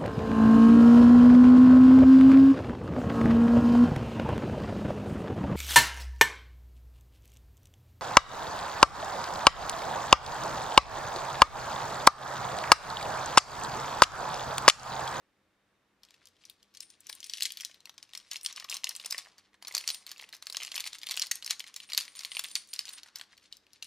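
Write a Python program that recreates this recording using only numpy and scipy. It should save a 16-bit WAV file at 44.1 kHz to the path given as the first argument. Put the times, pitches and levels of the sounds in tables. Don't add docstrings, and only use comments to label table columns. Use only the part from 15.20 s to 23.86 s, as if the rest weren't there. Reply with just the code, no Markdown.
import sys
import numpy as np
from scipy import signal
from scipy.fft import rfft, irfft, next_fast_len
from scipy.io import wavfile
from scipy.ndimage import map_coordinates

SR = 44100
rng = np.random.default_rng(int(sys.argv[2]) if len(sys.argv) > 2 else 0)


def waveform_to_disk(signal):
    frames = np.transpose(np.atleast_2d(signal))
    scaled = np.clip(frames, -1, 1) * 32767
    samples = np.round(scaled).astype(np.int16)
    wavfile.write(sys.argv[1], SR, samples)


def convert_level_to_amplitude(level_db):
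    exponent = np.asarray(level_db, float) / 20
    return 10 ** exponent


N = 381906


def unit(x):
    return x / np.sqrt(np.mean(x ** 2) + 1e-20)


def along(points, hz):
    f, v = np.transpose(points)
    return np.interp(np.log(hz + 1), np.log(f + 1), v)


def curves(rows):
    s, *cols = np.transpose(rows)
    return [np.interp(np.arange(N) / SR, s, c) for c in cols]


def filtered(x, response):
    m = next_fast_len(N + 8192)
    spectrum = rfft(x, m) * response(np.fft.rfftfreq(m, 1 / SR))
    return irfft(spectrum, m)[..., :N]


def resonance(f, hz, width):
    return 1j * f * width / (hz * hz - f * f + 1j * f * width)


def add(track, times, rows):
    at = np.round(times * SR).astype(int)[:, None] + np.arange(rows.shape[1])
    track += np.bincount(at.ravel(), rows.ravel(), N + SR)[:N]


def wobble(rate):
    return map_coordinates(rng.standard_normal(600), [np.arange(N) * rate / SR])


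def envelope(times, db, rise, fall):
    t = np.arange(-2000, 6000) / SR
    hump = np.exp(np.minimum(t / rise, -t / fall))
    marks = np.bincount(np.round(times * SR).astype(int), convert_level_to_amplitude(db), N)
    return np.abs(signal.fftconvolve(marks, hump)[2000:2000 + N])


# pitch_hz [Hz], level_db [dB per Hz]
ROOM_TONE = [(12, -57), (20, -27), (165, -5.5), (195, -4), (305, -4), (342, -5.5), (521, -4.5), (652, -8.5),
             (1740, -8.5), (16500, -32.5)]
# pitch_hz [Hz], likeness [0-1]
TONE_LIKENESS = [(60, 0.79), (240, 0.88), (950, 0.82), (3770, 0.56), (15000, 0.09)]
# pitch_hz [Hz], width_hz [Hz], level_db [dB]
FAR_MACHINES = [(57.3, 23, -89.5), (90.3, 4, -88), (128, 12, -94), (197.2, 4.6, -86.5), (293.5, 5.7, -87.5),
                (314, 5.4, -93), (1140, 12, -91), (1750, 36, -95), (3670, 28, -93.5)]


def air():
    def mid_side(f):
        turn = np.arccos(np.clip(along(TONE_LIKENESS, f), -1, 1)) / 2
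        return convert_level_to_amplitude(along(ROOM_TONE, f)) * np.array([np.cos(turn), np.sin(turn)])

    def machines(f):
        return sum(convert_level_to_amplitude(db) * np.sqrt(SR / np.pi / width) * resonance(f, hz, width)
                   for hz, width, db in FAR_MACHINES)

    mid, side = filtered(rng.standard_normal((2, N)), mid_side)
    hum = filtered(rng.standard_normal(N), machines)
    return convert_level_to_amplitude(-75) * unit(np.array([mid + side, mid - side])) + hum


def bursts(burst_ms, size, shiver_db, shiver_t60):
    lead = 0.002
    t = np.arange(size) / SR - lead
    luck = rng.standard_normal((len(burst_ms), 2, size))
    length = np.clip(burst_ms, .03, 8)[:, None] / 1000
    window = np.exp(-(t / (length * np.where(t < 0, .15, 1.85))) ** 4)
    slips = (0.22 + 250 * length) * luck[:, 0] * np.abs(luck[:, 0]) * window
    slips[:, round(lead * SR)] += np.sign(luck[:, 1, 0])
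    slips /= np.linalg.norm(slips, axis=1, keepdims=True)
    fade_s = np.where(t < 0, lead * 2.0, shiver_t60)
    return slips + convert_level_to_amplitude(shiver_db - 60 * np.abs(t) / fade_s) * luck[:, 1]


# start_s [s], crease_level_db [dB], opened_depth_db [dB]
HANDLING = [(0.85, -67.5, 12), (1.5, -67, -9), (1.87, -62.5, 1), (2.25, -50.5, -16), (2.73, -71.5, 16),
            (3.1, -56, 1.5), (3.42, -66, 9.5), (4.0, -53, 8), (4.4, -79.5, 19), (4.58, -48.5, 7.5),
            (5.2, -67, 10), (5.44, -55.5, 7), (6.4, -59.5, 6.5), (7.14, -51, 6), (7.47, -56, 0.5),
            (7.7, -54, 6.5), (7.9, -67, 14), (8.25, -69.5, 0)]
# start_s [s], level_db [dB peak], pitch_hz [Hz], hollow_db [dB], span_ms [ms]
FOLD_TEARS = [(1.896, -34.5, 1640, -39, 1.3), (2.222, -11, 4680, -40, 0.29), (2.2534, -14, 3800, -52, 0.38),
              (2.448, -15.5, 5100, -38, 0.14), (3.2611, -10.5, 4660, -55, 0.24),
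              (3.446, -31, 2200, -9, 0.5), (3.6419, -12.5, 4580, -22.5, 0.57),
              (3.923, -15.5, 4800, -13.5, 0.62), (4.549, -8, 5170, -22.5, 0.24),
              (4.567, -16, 4600, -13.5, 0.29), (4.676, -9.5, 5120, -53, 0.057),
              (4.702, -12.5, 4340, -21.5, 0.22), (5.3683, -12, 4680, -17, 0.39),
              (5.6036, -18, 4200, -43, 1.15), (5.9954, -13.5, 4760, -46, 0.45),
              (6.0178, -12, 4400, -41, 0.26), (6.112, -14.5, 6000, -53, 1.73),
              (6.3065, -10.5, 4940, -51, 0.34), (6.7761, -4, 4550, -31, 0.031),
              (7.1678, -14.5, 3450, -14.5, 0.29), (7.1927, -15.5, 5150, -12, 0.47),
              (7.3527, -19, 4560, -55.5, 0.42), (7.354, -9.5, 4640, -56, 0.11),
              (7.591, -12, 4540, -36, 0.027)]
# start_s [s], level_db [dB peak], pitch_hz [Hz]
SNAPS_TOUCH = [(0.8328, -37, 4040), (0.8498, -42.5, 4530), (0.886, -49, 3800), (0.9066, -40, 3720),
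               (0.944, -51, 3020), (1.0162, -54.5, 1500), (1.055, -36.5, 5100), (1.0705, -40, 5300),
               (1.166, -53.5, 3500), (1.237, -45, 3350), (1.252, -35, 5400), (1.2975, -31.5, 3800),
               (1.428, -43.5, 5370), (1.548, -37, 4370), (1.571, -31.5, 4230), (1.604, -24.5, 5700),
               (1.702, -35, 5030), (1.805, -40, 8360), (1.868, -29, 6100), (1.8966, -23.5, 4680),
               (1.9264, -26, 4370), (1.951, -31.5, 8980), (2.0034, -28.5, 5900), (2.0288, -29.5, 3460),
               (2.0417, -24.5, 5700), (2.0963, -21.5, 4860)]
SNAPS_LIFT = [(2.135, -17, 4320), (2.171, -27.5, 4000), (2.2012, -30, 3670), (2.2066, -19, 3900),
              (2.231, -18, 6600), (2.2553, -23, 5100), (2.304, -26, 3900), (2.32, -23, 5100),
              (2.371, -23.5, 4000), (2.3995, -30.5, 3420), (2.407, -25, 4970), (2.5127, -35, 3500),
              (2.5427, -39.5, 3040), (2.604, -42, 3470), (2.6549, -31, 4700), (2.694, -30, 3880),
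              (2.779, -31, 3950), (2.827, -31, 4040), (2.9337, -30, 3280), (2.95, -23.5, 4470),
              (2.9742, -28.5, 5350)]
SNAPS_OPEN = [(3.1129, -19.5, 4400), (3.1323, -25, 5040), (3.1573, -23.5, 3200), (3.1653, -22.5, 5050),
              (3.2477, -21, 4860), (3.326, -28.5, 5700), (3.361, -24.5, 4770), (3.3714, -32, 2860),
              (3.398, -25, 4600), (3.4236, -34.5, 2010), (3.4968, -20, 4840), (3.5145, -20.5, 4750),
              (3.5248, -23.5, 2420), (3.542, -17, 5460), (3.5673, -19.5, 4600), (3.6692, -23, 2830),
              (3.691, -20.5, 5600), (3.751, -26.5, 4900), (3.7624, -25, 7640), (3.7976, -28, 3530),
              (3.8599, -20.5, 5700), (3.9078, -19, 5730), (3.9447, -28.5, 1800), (3.98, -20, 4630),
              (4.181, -37.5, 4980), (4.342, -46.5, 2280)]
SNAPS_REACH = [(4.424, -29.5, 4930), (4.4486, -31, 3900), (4.4711, -25, 4400), (4.48, -23.5, 5400),
               (4.5232, -32, 5750), (4.5778, -15, 4300), (4.6066, -30.5, 3050), (4.6394, -32, 2740),
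               (4.6886, -13, 4580), (4.7447, -23, 4660), (4.8647, -27, 4540), (4.8918, -30, 5030),
               (4.915, -22, 4400), (4.996, -27, 3080), (5.024, -34, 2100), (5.0395, -33.5, 2370),
               (5.0896, -36, 4600), (5.132, -35.5, 2440), (5.147, -32, 5260), (5.224, -24, 3900),
               (5.2679, -19.5, 4770), (5.2984, -22.5, 4300), (5.3242, -23.5, 5160), (5.346, -24, 2470)]
SNAPS_DIG = [(5.418, -26.5, 2490), (5.4321, -20.5, 4800), (5.448, -24.5, 4600), (5.478, -28, 2580),
             (5.517, -21.5, 3840), (5.5553, -20, 3720), (5.5778, -15.5, 3660), (5.64, -23.5, 3880),
             (5.6542, -26.5, 4230), (5.6725, -21.5, 5450), (5.7303, -25.5, 3660), (5.784, -31, 5000),
             (5.8319, -24.5, 3850), (5.8674, -24.5, 4100), (5.888, -22, 4570), (5.91, -14, 4180),
             (5.9174, -21.5, 4200), (5.956, -26.5, 3070), (5.9731, -13, 4180), (6.061, -28.5, 4100),
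             (6.155, -20.5, 6200)]
SNAPS_GRIP = [(6.224, -24.5, 3600), (6.2447, -25.5, 5000), (6.262, -16.5, 5640), (6.276, -21.5, 3900),
              (6.33, -30.5, 2600), (6.3947, -21.5, 5200), (6.403, -21.5, 3370), (6.4402, -32.5, 2330),
              (6.465, -38, 4040), (6.541, -30.5, 4500), (6.5618, -22, 6760), (6.6016, -27, 3130),
              (6.7, -28.5, 4630), (6.7191, -23, 2800), (6.7326, -17, 4280), (6.7469, -20, 4250),
              (6.8024, -39, 4200), (6.8081, -20, 4200), (6.8513, -32.5, 4950), (6.879, -29.5, 2730),
              (6.9574, -35, 8200), (6.9915, -20.5, 4850), (7.034, -27, 4700), (7.048, -17.5, 3920),
              (7.117, -23, 3300), (7.243, -19.5, 3520)]
SNAPS_LOWER = [(7.284, -32.5, 4860), (7.5321, -23, 4180), (7.5358, -17.5, 6330), (7.561, -29.5, 4360),
               (7.654, -25.5, 4560), (7.69, -24, 3800), (7.7367, -42, 3960), (7.7815, -38, 3000),
               (7.8322, -29, 4400), (7.8615, -53, 1760), (7.884, -41.5, 3200), (7.9586, -33.5, 5540),
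               (7.996, -32, 2920), (8.0116, -24, 3030), (8.131, -46.5, 1570), (8.1767, -41, 4260),
               (8.196, -57, 4130), (8.3252, -26.5, 4100), (8.466, -47, 2840), (8.532, -36, 5100),
               (8.624, -25.5, 3500), (8.6261, -29, 5600), (8.6442, -31.5, 5100)]
# start_s [s], level_db [dB peak], pitch_hz [Hz]
MORE_SNAPS_PICK = [(0.9402, -46, 3470), (1.085, -49, 5340), (1.5392, -46, 5150), (1.6273, -37, 8500),
                   (1.8027, -52, 8400), (1.844, -53, 5400), (1.8897, -40, 4570), (1.8938, -30, 4450),
                   (2.0645, -36, 9220), (2.1198, -41, 4370), (2.142, -32, 3220), (2.1563, -39, 2930),
                   (2.1817, -29, 3430), (2.213, -38, 3420), (2.26, -22, 5300), (2.2921, -37, 3750),
                   (2.3334, -55, 5040), (2.3759, -51, 3440), (2.3955, -51, 3430), (2.4199, -34, 4910),
                   (2.4339, -35.5, 2140), (2.496, -44.5, 1430), (2.6714, -47, 1490), (2.7403, -49, 4680),
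                   (2.8435, -64, 4650), (2.8915, -50, 3060), (2.8947, -64, 4940), (2.9999, -39.5, 3060)]
MORE_SNAPS_OPEN = [(3.1435, -44, 3010), (3.1502, -50, 4950), (3.2108, -36, 5400), (3.2315, -30, 9050),
                   (3.443, -28.5, 4260), (3.4842, -46, 2020), (3.488, -31, 3190), (3.5093, -27, 4650),
                   (3.535, -31, 4630), (3.55, -27, 5800), (3.583, -44, 2730), (3.635, -30, 2050),
                   (3.7076, -28.5, 4100), (3.714, -38, 1930), (3.8126, -38, 3400), (3.819, -53, 3320),
                   (3.846, -29.5, 3030), (3.849, -38, 4910), (3.858, -22.5, 5400), (3.903, -29, 4820),
                   (3.9655, -53, 1210), (3.987, -29, 5600), (4.046, -44, 5000), (4.0497, -45, 3010),
                   (4.059, -43.5, 1550), (4.0692, -43, 1170), (4.0814, -50, 4050), (4.1855, -46, 4650),
                   (4.193, -61, 4950), (4.3313, -54.5, 1910), (4.416, -56, 2100), (4.474, -34, 4680),
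                   (4.5102, -37.5, 2000), (4.54, -29.5, 4430), (4.6693, -49, 4010), (4.758, -45, 8800),
                   (4.9047, -50, 5000), (4.9068, -37, 3250), (4.9424, -57, 4260), (4.961, -41, 2630),
                   (4.9717, -40, 2800), (4.9794, -37, 4260), (4.993, -36, 4300), (5.011, -34, 4070),
                   (5.1264, -31.5, 4500), (5.1392, -31, 4850), (5.158, -44, 4180), (5.1658, -37.5, 5800)]
MORE_SNAPS_DIG = [(5.2567, -42, 5600), (5.328, -32, 5500), (5.358, -32, 3900), (5.402, -26, 2700),
                  (5.409, -29, 2840), (5.422, -36, 3190), (5.426, -26, 3060), (5.4615, -32, 4900),
                  (5.4704, -27, 4640), (5.5407, -33, 2040), (5.5436, -27, 6760), (5.5503, -27, 5400),
                  (5.56, -19.5, 5810), (5.5651, -27, 2370), (5.5914, -30, 2730), (5.598, -27, 2420),
                  (5.6622, -27, 2720), (5.666, -29, 4600), (5.7461, -31, 4170), (5.751, -35, 3100),
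                  (5.815, -32, 4220), (5.8223, -37, 4010), (5.8623, -40, 4130), (5.8949, -23, 4000),
                  (5.9405, -22, 4160), (5.966, -21, 6890), (6.0124, -32, 3430), (6.0218, -14.5, 4440),
                  (6.1125, -16, 2440), (6.068, -27.5, 4650), (6.1517, -31, 5430)]
MORE_SNAPS_PULL = [(6.229, -39, 3150), (6.257, -40, 4180), (6.2964, -27, 4570), (6.3014, -23, 4220),
                   (6.473, -46, 4260), (6.478, -44, 4130), (6.5058, -52, 3100), (6.6298, -54, 4540),
                   (6.633, -56, 4310), (6.6895, -37, 3100), (6.7692, -30, 4340), (6.8014, -24, 4300),
                   (6.952, -30, 3520), (6.989, -39, 5040), (7.0054, -27.5, 4260), (7.149, -27.5, 3300),
                   (7.2384, -21.5, 9200), (7.2994, -44, 8830), (7.313, -32.5, 4000), (7.4726, -46, 8960),
                   (7.488, -40, 8870), (7.5647, -47, 4090), (7.6452, -48, 1780), (7.6686, -33, 2840),
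                   (7.68, -29.5, 2790), (7.7326, -37, 8870), (7.8594, -47, 1890), (7.9568, -23, 5200),
                   (7.985, -31.5, 5870), (8.036, -43, 2890), (8.1187, -51, 2450), (8.152, -63, 4360),
                   (8.168, -49, 4280), (8.2089, -58, 5030), (8.2191, -62, 5000), (8.228, -54, 4950),
                   (8.2403, -51, 2890), (8.3144, -54, 2840), (8.3678, -41.5, 5780), (8.6293, -31, 5100)]


def snap_table():
    tears = np.array(FOLD_TEARS)
    events = [*tears[:, :3],
              *SNAPS_TOUCH, *SNAPS_LIFT, *SNAPS_OPEN, *SNAPS_REACH, *SNAPS_DIG, *SNAPS_GRIP, *SNAPS_LOWER,
              *MORE_SNAPS_PICK, *MORE_SNAPS_OPEN, *MORE_SNAPS_DIG, *MORE_SNAPS_PULL]
    s, db, hz = np.transpose(events)
    luck = rng.standard_normal((len(s), 2, 6))
    follows = np.arange(2) > 0
    load_s = 0.00098
    s = s[:, None] + load_s + follows * (0.0015 + 0.0017 * np.abs(luck[..., 0]))
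    s = np.minimum(s, N / SR - .001)
    db = db[:, None] + follows * (-9.5 + 4 * luck[..., 1])
    hz = np.clip(hz[:, None] * 2.0 ** (follows * 0.3 * luck[..., 2]), 1200, 11000)

    octave = np.log2(hz / 4200)
    depth_db = curves(HANDLING)[1][np.round(s * SR).astype(int)]
    low_db = depth_db - 29.5 - 7.5 * octave + 3.5 * luck[..., 3]
    bright_db = -19 + 0.8 * octave + 7.5 * luck[..., 4]
    span_ms = 0.3436 * np.exp(0.26 * luck[..., 5])
    db[:len(tears), 1] -= 7
    low_db[:len(tears), 0], span_ms[:len(tears), 0] = tears[:, 3:].T
    return [c.ravel() for c in (s, db, hz, low_db, bright_db, span_ms)]


def snaps(table):
    s, db, hz, low_db, bright_db, span_ms = table
    lead, size = 0.002, 1536
    kick = rfft(bursts(2.05 * (span_ms - .22), size, shiver_db=-32.5, shiver_t60=0.04))
    f = np.fft.rfftfreq(size, 1 / SR)
    pitch = hz[:, None]
    facets = pitch[..., None] * 2.0 ** rng.normal(0, 0.523, (len(s), 4, 1))
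    spread = (.3 + .4 * span_ms[:, None]) * pitch
    patch = resonance(f, pitch, spread)
    patch += 1.2 * resonance(f, facets, 0.05 * facets + 80).sum(1)
    patch += 1.2 * resonance(f, pitch, 0.13 * pitch)
    patch *= resonance(f, pitch, 3.47 * spread)
    hollow = resonance(f, 1580, 680) + 0.4 * resonance(f, 636, 1000)
    hollow *= resonance(f, 1137, 700)
    tick = resonance(f, 9800, 6000) ** 2

    fold_s = rng.uniform(.0003, .0014, (len(s), 1))
    kick = kick * (1 - 0.4 * np.exp(-2j * np.pi * f * fold_s))
    rows = 0
    for part, part_db in ((patch, 0 * db), (hollow, low_db), (tick, bright_db)):
        wave = irfft(kick * part)
        wave /= np.abs(wave).max(1, keepdims=True)
        rows = rows + wave * convert_level_to_amplitude(db + part_db - 1.5)[:, None]
    track = np.zeros(N)
    add(track, s - lead, rows)
    return track


# pitch_hz [Hz], level_db [dB per Hz]
CREASE_SPECTRUM = [(180, -28), (300, -32), (820, -16.5), (1090, -10), (1580, -5), (2060, -3.5), (4170, 1),
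                   (8160, -6), (9180, -2), (14700, -25), (16500, -65.5)]


def creases(per_second, size_db, clump_db):
    luck = rng.random((4400, 3))
    s = np.sort(luck[:, 0]) * len(luck) / per_second
    hz = 1500 * 8.1 ** luck[:, 1, None]
    f = np.fft.rfftfreq(256, 1 / SR)
    kick = rfft(bursts(np.full(len(s), .2), size=256, shiver_db=-23.0, shiver_t60=0.023))
    rows = irfft(kick * (resonance(f, hz, 2.0 * hz) + 0.054))
    rows *= convert_level_to_amplitude(-size_db * np.log(1.02 - luck[:, 2:]))
    track = np.zeros(N)
    inside = s < N / SR
    add(track, s[inside], rows[inside])
    bed = unit(track * convert_level_to_amplitude(clump_db * wobble(40))) + .6 * rng.standard_normal(N)
    return unit(filtered(bed, lambda f: convert_level_to_amplitude(along(CREASE_SPECTRUM, f))))


# start_s [s], level_db [dB]
FINGER_SLIDES = [(3.309, -44), (3.379, -48), (3.407, -49), (3.553, -66), (5.14, -55), (7.735, -47.5),
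                 (7.787, -50.5), (7.967, -52), (8.129, -61), (8.235, -62), (8.26, -63), (8.35, -66),
                 (8.561, -54.5)]


def rustle(table):
    s, db = table[:2]
    bed_db, opening_db = curves(HANDLING)
    aftershock = envelope(s, db - 31, rise=0.0018, fall=0.012)
    touched = np.arange(N) > 0.82 * SR
    slide = convert_level_to_amplitude(bed_db - 5.5) * touched
    slide = slide + envelope(*np.transpose(FINGER_SLIDES), rise=0.013, fall=0.0091)
    bed = creases(per_second=500, size_db=2.5, clump_db=4)
    deep = filtered(bed, lambda f: 1 / (1 + (f / 1300) ** 4))
    treble = filtered(bed, lambda f: 1 - 1 / (1 + (f / 7000) ** 4))
    dull = convert_level_to_amplitude(np.minimum(-16.5 + 2.8 * (bed_db + 60.5), 0)) - 1
    opened = bed + (convert_level_to_amplitude(opening_db) - 1) * deep
    return (slide + aftershock) * opened + slide * dull * treble


# start_s [s], table_ms [ms], hand_ms [ms]
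BOUNCE_DELAYS = [(3.7, .83, .35), (4.4, .8, .44), (8.2, .84, .43)]


def bounced(x):
    def late(ms):
        return map_coordinates(x, [np.arange(N) - ms * (1 + .05 * wobble(9)) * SR / 1000])

    table_ms, hand_ms = curves(BOUNCE_DELAYS)
    return x - 0.22 * late(table_ms) + 0.17 * late(hand_ms)


# start_s [s], level_db [dB peak]
RING_TOUCHES = [(1.619, -50), (1.701, -60), (1.915, -52), (1.944, -68), (2.0444, -55), (3.241, -46),
                (4.6608, -62), (4.7144, -45), (4.7346, -44), (4.7564, -63), (5.955, -60), (6.32, -66),
                (6.678, -57), (6.79, -52), (6.88, -57), (6.9614, -48), (7.0484, -61), (7.113, -46),
                (7.156, -45), (7.2614, -49), (7.3148, -48.5), (7.3694, -45), (7.503, -51.5), (7.672, -58),
                (7.7323, -48.5)]
# pitch_hz [Hz], width_hz [Hz], level_db [dB]
RING_MODES = [(8860, 45, -4), (8975, 45, -2), (9140, 70, -4), (9330, 90, -5)]


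def rings():
    s, db = np.transpose(RING_TOUCHES)
    grate = rng.standard_normal(N) ** 3 + 3.3 * rng.standard_normal(N)
    grate *= envelope(s + 0.0014, db, rise=0.007, fall=0.023)
    song = np.zeros(N)
    for hz, width, mode_db in RING_MODES:
        mode = filtered(grate, lambda f: resonance(f, hz, width) * resonance(f, 9100, 1100))
        song += convert_level_to_amplitude(mode_db + 2.6 * wobble(22)) * mode
    return convert_level_to_amplitude(4.5) * song


# pitch_hz [Hz], width_hz [Hz], level_db [dB]
PALM_MODES = [(1085, 170, -4), (2180, 600, -10.5)]
# start_s [s], held [0-1]
PALM_HOLD = [
    (2.85, 0.6),
    (3.05, 1),
    (7.45, 1),
    (7.62, 0),
]


def palm(x):
    def cavity(f):
        ringing = sum(convert_level_to_amplitude(db) * resonance(f, hz, width) for hz, width, db in PALM_MODES)
        return (1 - 0.38 * resonance(f, 1480, 600)) * (1 + ringing)

    held = np.clip(curves(PALM_HOLD)[0], 0, 1)
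    return held * filtered(x, cavity) + (1 - held) * x


# start_s [s], left_over_right_db [dB]
BAG_SIDE = [(0.8, 3), (1.4, 4.5), (2.7, 2.5), (4.2, 0.4), (5.7, 0.5), (6.7, 1), (7.8, .5), (8.5, 3)]
# pitch_hz [Hz], level_db [dB]
PORT_DIFFERENCE = [(500, -28), (1400, -31.5), (2800, -15), (5600, -10.5), (9500, -2.5), (15000, -7)]


def ports(x):
    def path(turn):
        return filtered(x, lambda f: convert_level_to_amplitude(along(PORT_DIFFERENCE, f)) * turn(f))

    odd = 1.6 * np.sin(wobble(35)) * path(lambda f: 1j)
    odd = odd + 0.2 * np.sin(wobble(27)) * path(lambda f: np.exp(-2j * np.pi * f * 0.00023))
    pan_db = curves(BAG_SIDE)[0]
    return np.array([x + odd, x - odd]) * convert_level_to_amplitude(np.array([pan_db, -pan_db]) / 2)


# pitch_hz [Hz], t60_s [s]
ROOM_DECAY = [(500, 0.89), (2500, 0.23), (5500, 0.3), (13000, 0.19)]


def room(x):
    wet, step = np.zeros((2, N + SR)), SR // 3
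    for start in range(0, N, step):
        hz, t, z = signal.stft(rng.standard_normal((2, SR // 4)), SR, nperseg=256)
        decay = convert_level_to_amplitude(-60 * t / along(ROOM_DECAY, hz)[:, None])
        tail = signal.istft(z * decay, SR, nperseg=256)[1]
        tail = 1.0 * tail[0] + 0.38 * tail
        tail = tail / np.linalg.norm(tail[0])
        part = signal.fftconvolve(x[None, start:start + step], tail, axes=1)
        wet[:, start + 90:start + 90 + part.shape[1]] += part
    return wet[:, :N]


def scene():
    table = snap_table()
    bag = palm(bounced(snaps(table)) + rustle(table)) + rings()
    return ports(bag) + convert_level_to_amplitude(-13) * room(bag) + air()


def top_cut(x):
    return signal.sosfilt(signal.butter(12, 16990, fs=SR, output="sos"), x)


def record(dry):
    mix = filtered(dry, lambda f: 1 / (1 + (f / 15500) ** 60))
    return top_cut(mix)


dry = scene()
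out = record(dry)
waveform_to_disk(out)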